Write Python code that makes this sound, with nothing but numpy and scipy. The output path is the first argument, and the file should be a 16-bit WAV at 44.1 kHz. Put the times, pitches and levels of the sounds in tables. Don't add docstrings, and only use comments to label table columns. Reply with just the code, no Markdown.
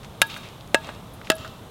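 import sys
import numpy as np
from scipy import signal
from scipy.fft import rfft, irfft
from scipy.io import wavfile
from scipy.ndimage import uniform_filter1d

SR = 44100
rng = np.random.default_rng(int(sys.argv[2]) if len(sys.argv) > 2 else 0)


def dump(signal):
    limited = np.clip(np.atleast_2d(signal).T, -1, 1)
    pcm = np.round(limited * 32767).astype(np.int16)
    wavfile.write(sys.argv[1], SR, pcm)


N = 74970
T = np.arange(N) / SR

# t/s, crack level/dB, crack decay/s, thud level/dB, thud f/Hz,
# crumble level/dB, crumble decay/s, second bite delay/s, bite level/dB
STRIKES = [(0.217, -8, 0.0026, -25, 214, -12, 0.0024, 0.0037, -19.5),
           (0.745, -11.5, 0.0015, -14.5, 386, -26.5, 0.0049, 0.0042, -22),
           (1.3008, -12, 0.0026, -17.5, 302, -19, 0.0047, .0162, -24.5)]
def pick_blows(crack_hold_s=0.00084, bite_decay_s=0.0046):
    out = np.zeros(N)
    for blow, row in enumerate(STRIKES):
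        start, crack_db, crack_s, thud_db, thud_hz, crumble_db, crumble_s, bite_delay, bite_db = row
        crack = breaking_ice(blow, np.exp(-np.maximum(T - crack_hold_s, 0) / crack_s))
        crumble = breaking_ice(blow, np.exp(-T / crumble_s))
        add(out, start, gain(crack_db) * crack + gain(crumble_db) * crumble)
        add(out, start, gain(thud_db) * ground_thud(thud_hz) + pick_ring(blow))
        bite = band(breaking_ice(blow, np.exp(-T / bite_decay_s)), hz=3020, width_hz=14000)
        add(out, start + bite_delay, gain(bite_db) * set_energy(bite))
    return out


# f/Hz, relative level/dB in blows 1, 2 and 3
ICE_TONE = [(81, -52, -24, -32), (332, -12, -26.5, -5), (573, -3, 8.5, -2.5), (830, -6.5, -6.5, 1.5),
            (990, -12.5, -16.5, -6.5), (1490, 5.5, 1, 5), (2124, -2.5, 3, -1), (2330, -0.5, -8, -10),
            (2640, 4.5, -6, 2), (3740, -0.5, -3.5, -6.5), (4900, -9, -16.5, -7), (6000, -13, -16.5, -14.5),
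            (8250, -13, -10, -12), (10000, -7.5, -20, -16.5), (14700, -21.5, -28, -22)]
def breaking_ice(blow, envelope):
    tone = [(hz, levels[blow]) for hz, *levels in ICE_TONE]
    return set_energy(colour(burst(envelope), tone))


# f/Hz, time to fade by 60 dB/s, level/dB in blows 1, 2 and 3
PICK_NOTES = [(641, 0.21, -40, -27.5, -18), (901.5, 0.14, -25, -23, -53), (1214, 0.041, -27, -14, -32),
              (1294, 0.082, -27, -26, -23), (1560, 0.013, -19, -30, -45), (1658.5, 0.11, -14, -14.5, -18.5),
              (2648, 0.072, -43, -19, -21), (2846, 0.014, -5, -1, -27), (3440, 0.046, -40, -49, -26),
              (3790, 0.024, -6.5, -39, -15.5), (5085, 0.029, -18.5, -21, -26),
              (7160, 0.02, -37, -36, -14.5), (10300, 0.019, -29, -36, -16)]
def pick_ring(blow, rise_s=0.0018):
    out = np.zeros(N)
    for hz, fade_s, *levels in PICK_NOTES:
        note = np.sin(2 * np.pi * hz * T) * fade(T, fade_s)
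        out += gain(levels[blow]) * rng.choice([-1, 1]) * note
    return out * (1 - np.exp(-T / rise_s))


def ground_thud(hz, lag_s=0.00078):
    push = signal.unit_impulse(N, int(lag_s * SR))
    return set_energy(band(push, hz, width_hz=1.35 * hz))


# t/s, level/dB, centre f/Hz, width/Hz, decay/s
TICKS_AND_ECHOES = [(0.032, -43, 1910, 3880, 0.009), (0.046, -42, 1850, 4630, 0.005),
                    (0.266, -43, 11100, 8000, 0.012), (.298, -32.5, 3170, 2380, 0.026),
                    (.3426, -35, 2880, 2000, 0.0023), (0.363, -34.5, 1390, 1220, 0.0056),
                    (.369, -43.5, 7000, 11200, 0.009), (0.431, -35, 2680, 2550, 0.074),
                    (.609, -44.5, 3450, 2000, 0.0024), (0.6753, -51.5, 4970, 8000, .002),
                    (0.846, -42.5, 2000, 4000, 0.0022), (.868, -36.5, 930, 1390, 0.047),
                    (.8905, -31, 714, 1160, 0.0061), (1.136, -47.5, 11500, 6000, 0.015),
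                    (1.2145, -39, 1420, 1330, 0.0026), (1.245, -38.5, 2810, 3980, 0.081),
                    (1.271, -37.5, 2320, 1780, 0.0022), (1.353, -39.5, 10500, 1650, 0.0041),
                    (1.365, -48, 12000, 6000, .003), (1.445, -33, 1330, 400, 0.012)]
def chips_and_echoes():
    out = np.zeros(N)
    for start, db, hz, width_hz, decay_s in TICKS_AND_ECHOES:
        tick = band(burst(np.exp(-T / decay_s)), hz, width_hz)
        add(out, start, gain(db) * set_energy(tick))
    return out


def falling_crumbs(count=160, first_fall_s=0.075, fall_spread_s=0.042, size_spread_db=13.5):
    taps = np.zeros(N)
    for start, *_ in STRIKES:
        landings = start + first_fall_s + fall_spread_s * rng.gamma(2, size=count)
        sizes = gain(size_spread_db * rng.standard_normal(count)) * rng.choice([-1, 1], count)
        taps += np.histogram(landings * SR, N, (0, N), weights=set_energy(sizes))[0]
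    return gain(-34.5) * band(taps, hz=3440, width_hz=5400)


# f/Hz, relative level/dB
BOUNCE_TONE = [(150, 8.5), (500, -6), (1200, 8), (1700, -7.5), (2500, 0), (3700, 4.5), (6000, 0.5),
               (10000, -9), (15000, 3)]
def surroundings(sound, wash_delay_s=0.056, wash_rise_s=0.12, echo_delay_s=0.1455):
    late = np.maximum(T - wash_delay_s, 0)
    swell = (1 - np.exp(-late / wash_rise_s)) * fade(late, fade_s=0.41)
    wash = colour(rng.standard_normal(N) * swell, BOUNCE_TONE)
    near = colour(rng.standard_normal(N) * fade(T, fade_s=0.27), BOUNCE_TONE)
    echo = band(burst(np.exp(-T / 0.005)), hz=2360, width_hz=8800)
    bounces = reflection(wash, db=-20) + reflection(near, db=-22.5)
    add(bounces, echo_delay_s, reflection(echo, db=-34.5))
    return signal.fftconvolve(sound, bounces)[:N]


# f/Hz, relative level/dB
HUSH_TONE = [(25, -14.5), (60, -6), (115, -1.5), (180, -4), (300, -13), (500, -12.5), (750, -14.5),
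             (1200, -16), (1700, -27), (2700, -27.5), (3600, -23.5), (4600, -33.5), (8000, -36),
             (13000, -37), (16000, -43)]
def outdoor_hush():
    noise = colour(rng.standard_normal(N), HUSH_TONE)
    return gain(-42) * noise / np.std(noise)


def gain(db):
    return 10 ** (np.asarray(db) / 20)


def fade(t, fade_s):
    return np.exp(-np.log(1000) * t / fade_s)


def add(out, start_s, sound):
    i = int(start_s * SR)
    out[i:] += sound[:N - i]


def set_energy(x):
    return x / np.sqrt(np.sum(x ** 2) / (0.005 * SR))


def reflection(x, db):
    return gain(db) * x / np.linalg.norm(x)


def colour(x, points):
    hz, db = np.array(points).T
    size = 2 * N
    freqs = np.maximum(np.arange(N + 1) * SR / size, 1)
    curve = gain(np.interp(np.log(freqs), np.log(hz), db))
    cepstrum = irfft(np.log(curve))
    cepstrum[1:N] *= 2
    cepstrum[N + 1:] = 0
    return irfft(rfft(x, size) * np.exp(rfft(cepstrum)))[:N]


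def band(x, hz, width_hz):
    b, a = signal.iirpeak(min(hz, SR / 2 - 1000), hz / min(width_hz, SR / 3), fs=SR)
    return signal.lfilter(b, a, signal.lfilter(b, a, x))


def burst(envelope, size=16384):
    x = rng.standard_normal(size) * envelope[:size]
    for _ in range(2):
        spectrum = rfft(x)
        x = irfft(spectrum / (np.abs(spectrum) + 1e-12))
        loudness = np.sqrt(np.abs(uniform_filter1d(x ** 2, size=96)) + 1e-14)
        x = x * envelope[:size] / loudness
    return set_energy(np.pad(x, (0, N - size)))


def scene():
    blows = pick_blows()
    centre = blows + chips_and_echoes() + falling_crumbs() + surroundings(blows) + outdoor_hush()
    scatter = reflection(burst(np.exp(-T / 0.00098)), db=-35.5)
    side = signal.fftconvolve(centre, scatter)[:N] + gain(-35.5) * outdoor_hush()
    return centre + side * np.array([[1], [-1]])


def record(dry, peak=0.92, top_hz=16200):
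    treble_cut = signal.ellip(10, 0.2, 90, top_hz, fs=SR, output="sos")
    return signal.sosfilt(treble_cut, np.clip(dry, -peak, peak))


dry = scene()
out = record(dry)
dump(out)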